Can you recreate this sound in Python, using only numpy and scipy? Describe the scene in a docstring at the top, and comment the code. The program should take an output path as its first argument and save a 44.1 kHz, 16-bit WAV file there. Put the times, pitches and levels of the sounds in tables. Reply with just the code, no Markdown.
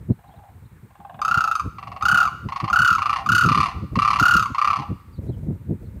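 """Two cranes in a muddy pool, heard with the echo of the bank and a stone wall. A gust thumps the
microphone, small birds twitter far off, and two soft purrs come through a closed bill. From 1.2 s a
higher and a lower crane take turns, each call a rattle of rasping hoots from the syrinx, about 30 a
second, over a low hum of the long neck. Wind buffets the microphone more often as the duet goes on.
The calls end near 4.8 s, leaving the wind and a few more distant chirps."""
import sys
import numpy as np
from scipy import signal
from scipy.fft import rfft, irfft
from scipy.io import wavfile
from scipy.ndimage import uniform_filter1d, minimum_filter1d

SR = 44100
rng = np.random.default_rng(int(sys.argv[2]) if len(sys.argv) > 2 else 0)


def dump(signal):
    """Clip the signal to [-1, 1] and save it as 16-bit WAV at the path in sys.argv[1]."""
    limited = np.clip(np.atleast_2d(signal).T, -1, 1)
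    pcm = np.round(limited * 32767).astype(np.int16)
    wavfile.write(sys.argv[1], SR, pcm)


N = 264600
TIME = np.arange(N) / SR

# Calls of the higher crane; first and last gap are multiples of the middle gap, all levels relative:
# start t/s, end t/s, hoots, first gap, last gap, first f/Hz, top f/Hz, last f/Hz,
# tone level/dB, rasp level/dB
HIGH_CRANE_CALLS = [(1.2161, 1.5956, 12, 0.99, 1.33, 1205, 1368, 1233, -9.5, -33),
                    (2.0235, 2.2751, 10, .98, 0.75, 1234, 1459, 1168, -7.8, -29.5),
                    (2.6996, 2.95, 10, 0.98, 0.79, 1215, 1467, 1287, -7.5, -29.5),
                    (3.2612, 3.459, 8, .87, 0.76, 1207, 1470, 1323, -8.5, -27.5),
                    (4.1962, 4.4568, 10, 1.023, 1.143, 1372, 1451, 1102, -7, -26.5)]
# Its throat and bill resonances: f/Hz, width/Hz, level/dB
HIGH_THROAT_MODES = [(2020, 270, -7), (2687, 1240, -5.5), (3610, 150, -9.5), (4080, 210, -6.5),
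                     (4545, 334, -1), (5713, 310, -13), (6186, 560, -5), (6970, 136, -12), (8840, 89, -9.5),
                     (10560, 200, -29.5), (12450, 1900, -23), (13500, 3000, -23.5)]
HIGH_SLACK_LOSS_DB = (2.5, 6.5)  # tone, rasp


def high_crane():
    """The higher bird in the pool: a clear hoot whose rasp dies quickly."""
    return syrinx(hoots_of(HIGH_CRANE_CALLS, HIGH_SLACK_LOSS_DB), HIGH_THROAT_MODES,
                  throb_s=.0069, strain_hz=1272.6, sag=.36, jitter=.014, rough=.3, overtone_slope_db=4.5,
                  tone_db=-1, octave_db=-21.5, rasp_db=6, rasp_fade_db=-15,
                  bright_hz=14300, pipe_hz=[1030, 1680])


# Calls and throat resonances of the lower crane: columns as for the higher one
LOW_CRANE_CALLS = [(1.7835, 2.009, 6, 0.96, 1.02, 1118, 1117, 1140, -26, -39.5),
                   (2.4868, 2.678, 6, 0.85, 0.92, 1011, 1107, 1085, -17.5, -34),
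                   (2.9814, 3.203, 8, 1.07, .52, 1112, 1175, 928, -10.5, -29),
                   (3.4872, 3.713, 9, 1.09, 1.02, 1202, 1187, 913, -8, -27),
                   (3.9552, 4.1874, 9, 1.2, 1.05, 1080, 1185, 1096, -8, -29.5),
                   (4.5463, 4.82, 10, 1.26, 1.125, 1085, 1198, 943, -8.5, -30.5)]
LOW_THROAT_MODES = [(1958, 237, 2), (2516, 620, -0.5), (2728, 160, 1), (3710, 220, -11), (4196, 715, -2.5),
                    (4750, 360, -12.5), (5960, 300, -10), (7020, 500, -45), (9100, 130, -17),
                    (10000, 930, -21.5), (12500, 1260, -23.5)]
LOW_SLACK_LOSS_DB = (15, 5)  # tone, rasp


def low_crane():
    """The lower bird answers hoarsely, with more turbulence in its rasp."""
    return syrinx(hoots_of(LOW_CRANE_CALLS, LOW_SLACK_LOSS_DB), LOW_THROAT_MODES,
                  throb_s=.00712, strain_hz=1220, sag=.14, jitter=.022, rough=.5, overtone_slope_db=8,
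                  tone_db=0, octave_db=-15, rasp_db=3.5, rasp_fade_db=-4,
                  bright_hz=11540, pipe_hz=[900, 1600])


def hoots_of(calls, loss_db, crest=.38, slack_hz=190, spread_hz=12.2, spread_db=1.26):
    """Hoots as (t/s, tone level/dB, f/Hz, rasp level/dB): the pace bends, the pitch arches."""
    rows = []
    for start, end, count, first_gap, last_gap, first_hz, top_hz, last_hz, tone_db, rasp_db in calls:
        pace = np.polyfit([0, .5, 1], [first_gap, 1, last_gap], 2)
        gaps = np.polyval(pace, np.linspace(0, 1, count - 1))
        onsets = start + (end - start) * np.cumsum([0, *gaps]) / gaps.sum()
        along = np.linspace(0, 1, count)
        rising = np.maximum(1 - along / crest, 0) ** 3.5
        falling = np.maximum((along - crest) / (1 - crest), 0) ** 2.223
        drop_hz = (top_hz - first_hz) * rising + (top_hz - last_hz) * falling
        slack = np.maximum(drop_hz / slack_hz, 0) ** 1.25  # hoots below the top pitch are softer
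        off_hz, off_db = (rng.standard_normal((count, 2)) * [spread_hz, spread_db]).T
        rows += zip(onsets, tone_db - loss_db[0] * slack,
                    top_hz - drop_hz + off_hz, rasp_db - loss_db[1] * slack + off_db)
    return rows


def syrinx(hoots, throat, throb_s, strain_hz, sag, jitter, rough, overtone_slope_db,
           tone_db, octave_db, rasp_db, rasp_fade_db, bright_hz, pipe_hz):
    """The syrinx opens for about 20 ms per hoot: a nearly pure tone with a rasp riding on it."""
    tone, octave, rasp = np.zeros((3, N))
    wander, hiss = drift(350), rng.standard_normal(N)
    orders = np.arange(2, 11)[:, None]
    weights = from_db(overtone_slope_db * np.log2(orders))
    for (onset, peak_db, pitch, harsh_db), chance in zip(hoots, rng.uniform(-1, 1, len(hoots))):
        strain = np.clip((pitch - strain_hz) / 130, 0, 1)
        period = throb_s * (1 + .08 * chance)
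        length = period * (3 - .25 * strain)
        t = np.arange(int(length * SR)) / SR
        at = int((onset - .001098 * (1 - strain)) * SR) + np.arange(len(t))
        swell = throbs(t, strain, period)
        gate = swell * np.clip(np.minimum(t, length - t) / .0015, 0, 1)
        # the pitch arches and sags as the pressure runs out; it slips where the tone is weak
        arch = 1.01 - sag * (t / length - .3) ** 2
        slip = jitter * wander[at] * (1 + 3 * (1 - swell) ** 2)
        phase = 2 * np.pi * np.cumsum(pitch * (arch + slip)) / SR
        tone[at] += from_db(peak_db) * gate * np.sin(phase)
        octave[at] += from_db(peak_db) * gate ** 2 * np.sin(2 * phase)
        # the membranes slap shut once a cycle: overtones and a puff of turbulence
        buzz = (weights * np.cos(orders * phase)).sum(0) / np.sqrt((weights ** 2).sum() / 2)
        slap = np.sqrt(1 - rough) * buzz + np.sqrt(rough) * hiss[at] * (1 + np.cos(phase))
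        # a louder hoot is brighter, and hardest at its start
        slap = cut(slap, bright_hz * 2 ** ((peak_db - .5) / 10), "low", order=1)
        rasp[at] += from_db(harsh_db + rasp_fade_db * t / length) * gate ** .49 * slap
    voice = from_db(tone_db) * cut(tone, pipe_hz, "band")  # the windpipe passes a band round the tone
    return voice + from_db(octave_db) * octave + from_db(rasp_db) * resonate(rasp, throat)


def throbs(t, strain, period_s):
    """A slack hoot throbs twice and then once faintly; a strained one is held almost level."""
    depth = .95 - .67 * strain
    swell = 1 - depth + depth * np.abs(np.sin(np.pi * t / period_s)) ** 1.2
    fade_db = np.interp(t / period_s, [.5, 1.5, 2.5, 3], [0, -1.5, -12, -18])
    return swell * from_db((1 - strain ** 3) * fade_db)


# Purrs before the duet: start t/s, pulses, gap/s, first level/dB, last level/dB
OPENING_PURRS = [(0.19, 7, .0493, -45.5, -44), (.905, 7, .0475, -45, -26)]


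def purr_pulses():
    """Evenly paced pulses as (t/s, level/dB), growing through each purr."""
    return [(start + gap * k, db) for start, count, gap, first_db, last_db in OPENING_PURRS
            for k, db in enumerate(np.linspace(first_db, last_db, count))]


# Resonances of the closed bill: f/Hz, width/Hz, level/dB
BILL_MODES = [(723, 150, 2), (793, 72, 7), (1020, 130, 5.5), (1520, 170, -4), (2750, 270, -13),
              (3380, 240, -17)]


def purr(gain_db, decay_s):
    """Soft, quickly dying puffs of noise, muffled by the closed bill."""
    kicks = np.zeros(N)
    for onset, db in purr_pulses():
        kicks[int(onset * SR)] = from_db(db)
    puffs = die_away(kicks, decay_s) * rng.standard_normal(N)
    return from_db(gain_db) * cut(resonate(puffs, BILL_MODES), 3940, "low", order=8)


# Hums with the purrs and the lower calls: start t/s, end t/s, end level/dB
NECK_HUMS = [(0.18, .48, -47), (.98, 1.5, -39), (1.752, 2.23, -38), (2.466, 2.77, -37), (2.96, 3.22, -38.5),
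             (3.46, 3.71, -42.5), (3.956, 4.28, -39.5), (4.528, 4.84, -39.5)]


def neck_hum(gain_db, pitch_hz, waver, throb_s, build_db=7.5, attack_s=.03, release_s=.036):
    """The long neck hums, swelling after every pulse, building through a call and then dying away."""
    pulses = purr_pulses() + hoots_of(HIGH_CRANE_CALLS, HIGH_SLACK_LOSS_DB)
    pulses += hoots_of(LOW_CRANE_CALLS, LOW_SLACK_LOSS_DB)
    kicks = np.zeros(N)
    kicks[[int(row[0] * SR) for row in pulses]] = 1
    swell = rms_one(cut(die_away(kicks, throb_s), 125, "low"))
    level = 0
    for start, end, db in NECK_HUMS:
        gate = np.clip((TIME - start) / attack_s, 0, 1) * np.exp(-np.maximum(TIME - end, 0) / release_s)
        level += gate * from_db(gain_db + np.interp(TIME, [start, end], [db - build_db, db]))
    hz = pitch_hz * (1 + waver * drift(139.6))
    return level * swell * np.sin(2 * np.pi * np.cumsum(hz) / SR)


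# Reflections from the nearby bank and wall: delay t/s, level/dB
NEAR_ECHOES = [(.0085, -13.5), (0.0116, -26.5), (0.02, -27)]
# Ring of the yard round the pool: f/Hz, t60/s, level/dB
YARD_RING = [(489, 0.23, -2), (780, 0.36, -11), (1260, 0.78, -16.5), (2410, 0.53, -10.5), (5100, 1, -17),
             (9050, 0.418, -10.5), (15000, 0.27, -2.5)]


def yard(x, dull_hz, onset_s, scatter_db, scatter_s):
    """The direct sound reaches the microphone, then hard echoes, scatter from rough stones and a tail."""
    dull = cut(x, dull_hz, "low", order=1)
    early = sum(from_db(db) * np.interp(TIME - delay, TIME, dull, left=0) for delay, db in NEAR_ECHOES)
    t = TIME[:SR]
    scatter = np.exp(-t / scatter_s) * (t > NEAR_ECHOES[0][0])
    scatter *= from_db(scatter_db) / np.linalg.norm(scatter)
    edges_hz = np.geomspace(400, 16000, 12)
    response = 0
    for low, high in zip(edges_hz, edges_hz[1:]):
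        centre = np.sqrt(low * high)
        tail = from_db(-60 * t / at_hz(YARD_RING, centre)) * (1 - np.exp(-t / onset_s))
        tail *= from_db(at_hz(YARD_RING, centre, column=2)) / np.linalg.norm(tail)
        response += (tail + scatter) * cut(rng.standard_normal(len(t)), [low, high], "band")
    return x + early + signal.fftconvolve(dull, response)[:N]


# Gusts right on the microphone: t/s, level/dB, width before narrowing/s
MIC_GUSTS = [(0.108, -10, 0.026), (1.377, -20.5, 0.019), (1.664, -19.5, 0.019), (2.134, -23.5, 0.052),
             (2.463, -21, 0.025), (2.64, -18, 0.022), (2.918, -23.5, 0.023), (3.325, -19.5, 0.093),
             (3.465, -14, 0.054), (3.516, -14, 0.022), (3.588, -18.5, 0.073), (3.836, -20, 0.042),
             (3.935, -20, 0.018), (3.977, -14.5, 0.021), (4.221, -15, 0.024), (4.357, -17, 0.024),
             (4.512, -21, 0.024), (4.802, -23.5, 0.041), (4.915, -17.5, 0.038), (5.191, -19, 0.018),
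             (5.299, -16.5, 0.028), (5.499, -17, 0.059), (5.712, -17, 0.061)]
# Spectrum of their eddies: f/Hz, level/dB
EDDY_SPECTRUM = [(25, -34.5), (45, -17.5), (75, -2), (120, 3), (200, -3), (300, -11), (450, -21.5),
                 (700, -33.5), (1200, -56), (3000, -83)]


def wind_buffets(gain_db, narrowing, split_hz, hard_db, brightening):
    """Eddies hit the microphone port as short thumps; a harder one reaches higher."""
    power = sum(from_db(db) ** 2 / np.cosh(np.clip(narrowing * (TIME - peak_s) / width, -20, 20)) ** 2
                for peak_s, db, width in MIC_GUSTS)
    push = np.sqrt(power)
    eddies = noise(EDDY_SPECTRUM)
    eddies /= np.sqrt(np.abs(uniform_filter1d(eddies ** 2, int(.025 * SR))) + 1e-6)  # evened over 25 ms
    deep = cut(eddies, split_hz, "low", order=1)
    edge = (eddies - deep) * (push / from_db(hard_db)) ** brightening
    return from_db(gain_db) * push * (deep + edge)


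# Breeze at the microphone between gusts: t/s, level/dB
BREEZE_STRENGTH = [(0.0, -38), (0.17, -53), (2.54, -40.5), (2.91, -45), (3.51, -36.5), (3.61, -43),
                   (3.78, -46.5), (4.13, -32.5), (4.56, -42), (5.16, -47), (5.31, -39.5), (6.0, -37.5)]
# Spectrum of its rumble: f/Hz, level/dB
BREEZE_SPECTRUM = [(25, -21.5), (45, -6.5), (70, 2.5), (110, 1), (200, -7), (300, -17), (500, -23.5),
                   (1000, -46), (3000, -61.5)]


def breeze(gain_db, lumpy_db):
    """Lighter wind keeps up a lumpy rumble on the microphone."""
    level_db = np.interp(TIME, *np.transpose(BREEZE_STRENGTH)) + gain_db + lumpy_db * drift(9.4)
    return from_db(level_db) * noise(BREEZE_SPECTRUM)


# Chirps far from the microphone: t/s, length/s, start f/Hz, end f/Hz, level/dB
FAR_CHIRPS = [(0.104, 0.041, 4330, 3900, -65), (0.26, .044, 3500, 4340, -62), (.3, 0.045, 3020, 3470, -61),
              (.35, .034, 4000, 3700, -62), (.641, .037, 3700, 4200, -62), (0.745, 0.059, 1735, 1740, -58),
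              (5.116, .058, 4870, 4270, -58), (5.15, 0.05, 3700, 4300, -58.5),
              (5.26, 0.065, 3780, 4140, -58), (5.31, 0.058, 3500, 2930, -57),
              (5.828, 0.07, 4600, 3720, -64)]


def small_birds(gain_db, warble):
    """Distant birds twitter in thin, wavering glides."""
    out, wander = np.zeros(N), drift(120)
    for onset, length, start_hz, end_hz, db in FAR_CHIRPS:
        at = int(onset * SR) + np.arange(int(length * SR))
        hz = np.linspace(start_hz, end_hz, len(at)) * (1 + warble * wander[at])
        out[at] += from_db(db + gain_db) * np.hanning(len(at)) * np.sin(2 * np.pi * np.cumsum(hz) / SR)
    return out


# Spectrum of the air all round the pool: f/Hz, level/dB
AIR_SPECTRUM = [(530, -32.5), (900, 1), (1040, -5.5), (1340, -5), (2260, -9.5), (3080, -19), (3820, -18),
                (4740, -23.5), (5880, -25), (8930, -17), (10300, -24.5), (11600, -19), (15700, -19)]


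def still_air(level_db):
    """A faint, steady hiss behind everything."""
    return from_db(level_db) * noise(AIR_SPECTRUM)


def from_db(db):
    """Decibels to gain."""
    return 10 ** (np.asarray(db) / 20)


def rms_one(x):
    """Scale to rms 1."""
    return x / np.sqrt(np.mean(x ** 2) + 1e-20)


def at_hz(points, hz, column=1):
    """Read one column of a table on a log-frequency axis."""
    table = np.array(points)
    return np.interp(np.log(np.maximum(hz, 1)), np.log(table[:, 0]), table[:, column])


def cut(x, hz, kind, order=2):
    """Butterworth filter."""
    return signal.sosfilt(signal.butter(order, np.minimum(hz, SR * .49), kind, fs=SR, output="sos"),
                          x + 1e-18)


def noise(spectrum):
    """Steady noise with a given spectrum, rms 1."""
    gains = from_db(at_hz(spectrum, np.arange(N // 2 + 1) * SR / N))
    return rms_one(irfft(rfft(rng.standard_normal(N)) * gains, N))


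def drift(rate_hz):
    """Random wander up to a given rate, spread 1."""
    return rms_one(cut(rng.standard_normal(N), rate_hz, "low"))


def die_away(kicks, decay_s):
    """Give each kick an exponential decay."""
    return signal.lfilter([1], [1, -np.exp(-1 / (decay_s * SR))], kicks + 1e-18)


def resonate(x, modes):
    """Parallel resonances, each applied twice for dark valleys; white noise keeps its power."""
    out, power = 0, 0
    for hz, width, db in modes:
        r = np.exp(-np.pi * width * np.sqrt(2) / SR)
        section = [(1 - r * r) / 2, 0, -(1 - r * r) / 2, 1, -2 * r * np.cos(2 * np.pi * hz / SR), r * r]
        out += from_db(db) * signal.sosfilt([section, section], x + 1e-18)
        power += from_db(db) ** 2 * np.pi * width / SR / np.sqrt(2)
    return out / np.sqrt(power)


def scene():
    """Cranes and far birds echo in the yard; air and wind arrive dry at the one microphone."""
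    purrs = purr(gain_db=-1.5, decay_s=.0055)
    hum = neck_hum(gain_db=.5, pitch_hz=786, waver=.0863, throb_s=.029)
    twitter = small_birds(gain_db=-4, warble=.04)
    voices = high_crane() + low_crane() + purrs + hum + twitter
    birds = yard(voices, dull_hz=9070, onset_s=.016, scatter_db=-18, scatter_s=.022)
    air = still_air(level_db=-61.5)
    thumps = wind_buffets(gain_db=-4.5, narrowing=2.9, split_hz=310, hard_db=-20.5, brightening=.88)
    rumble = breeze(gain_db=1.5, lumpy_db=6.5)
    return (birds + thumps + rumble + air)[None]


def record(dry):
    """The microphone sheds the deepest rumble, a quick limiter holds peaks, the top is cut steeply."""
    thinned = cut(dry, 42.3, "high", order=3)
    allowed = np.minimum(1, .5 / (np.abs(thinned) + 1e-9))
    gain = uniform_filter1d(minimum_filter1d(allowed, size=200), size=200)
    return signal.sosfilt(signal.ellip(10, .1, 90, 15500, fs=SR, output="sos"), gain * thinned)


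dry = scene()
out = record(dry)
dump(out)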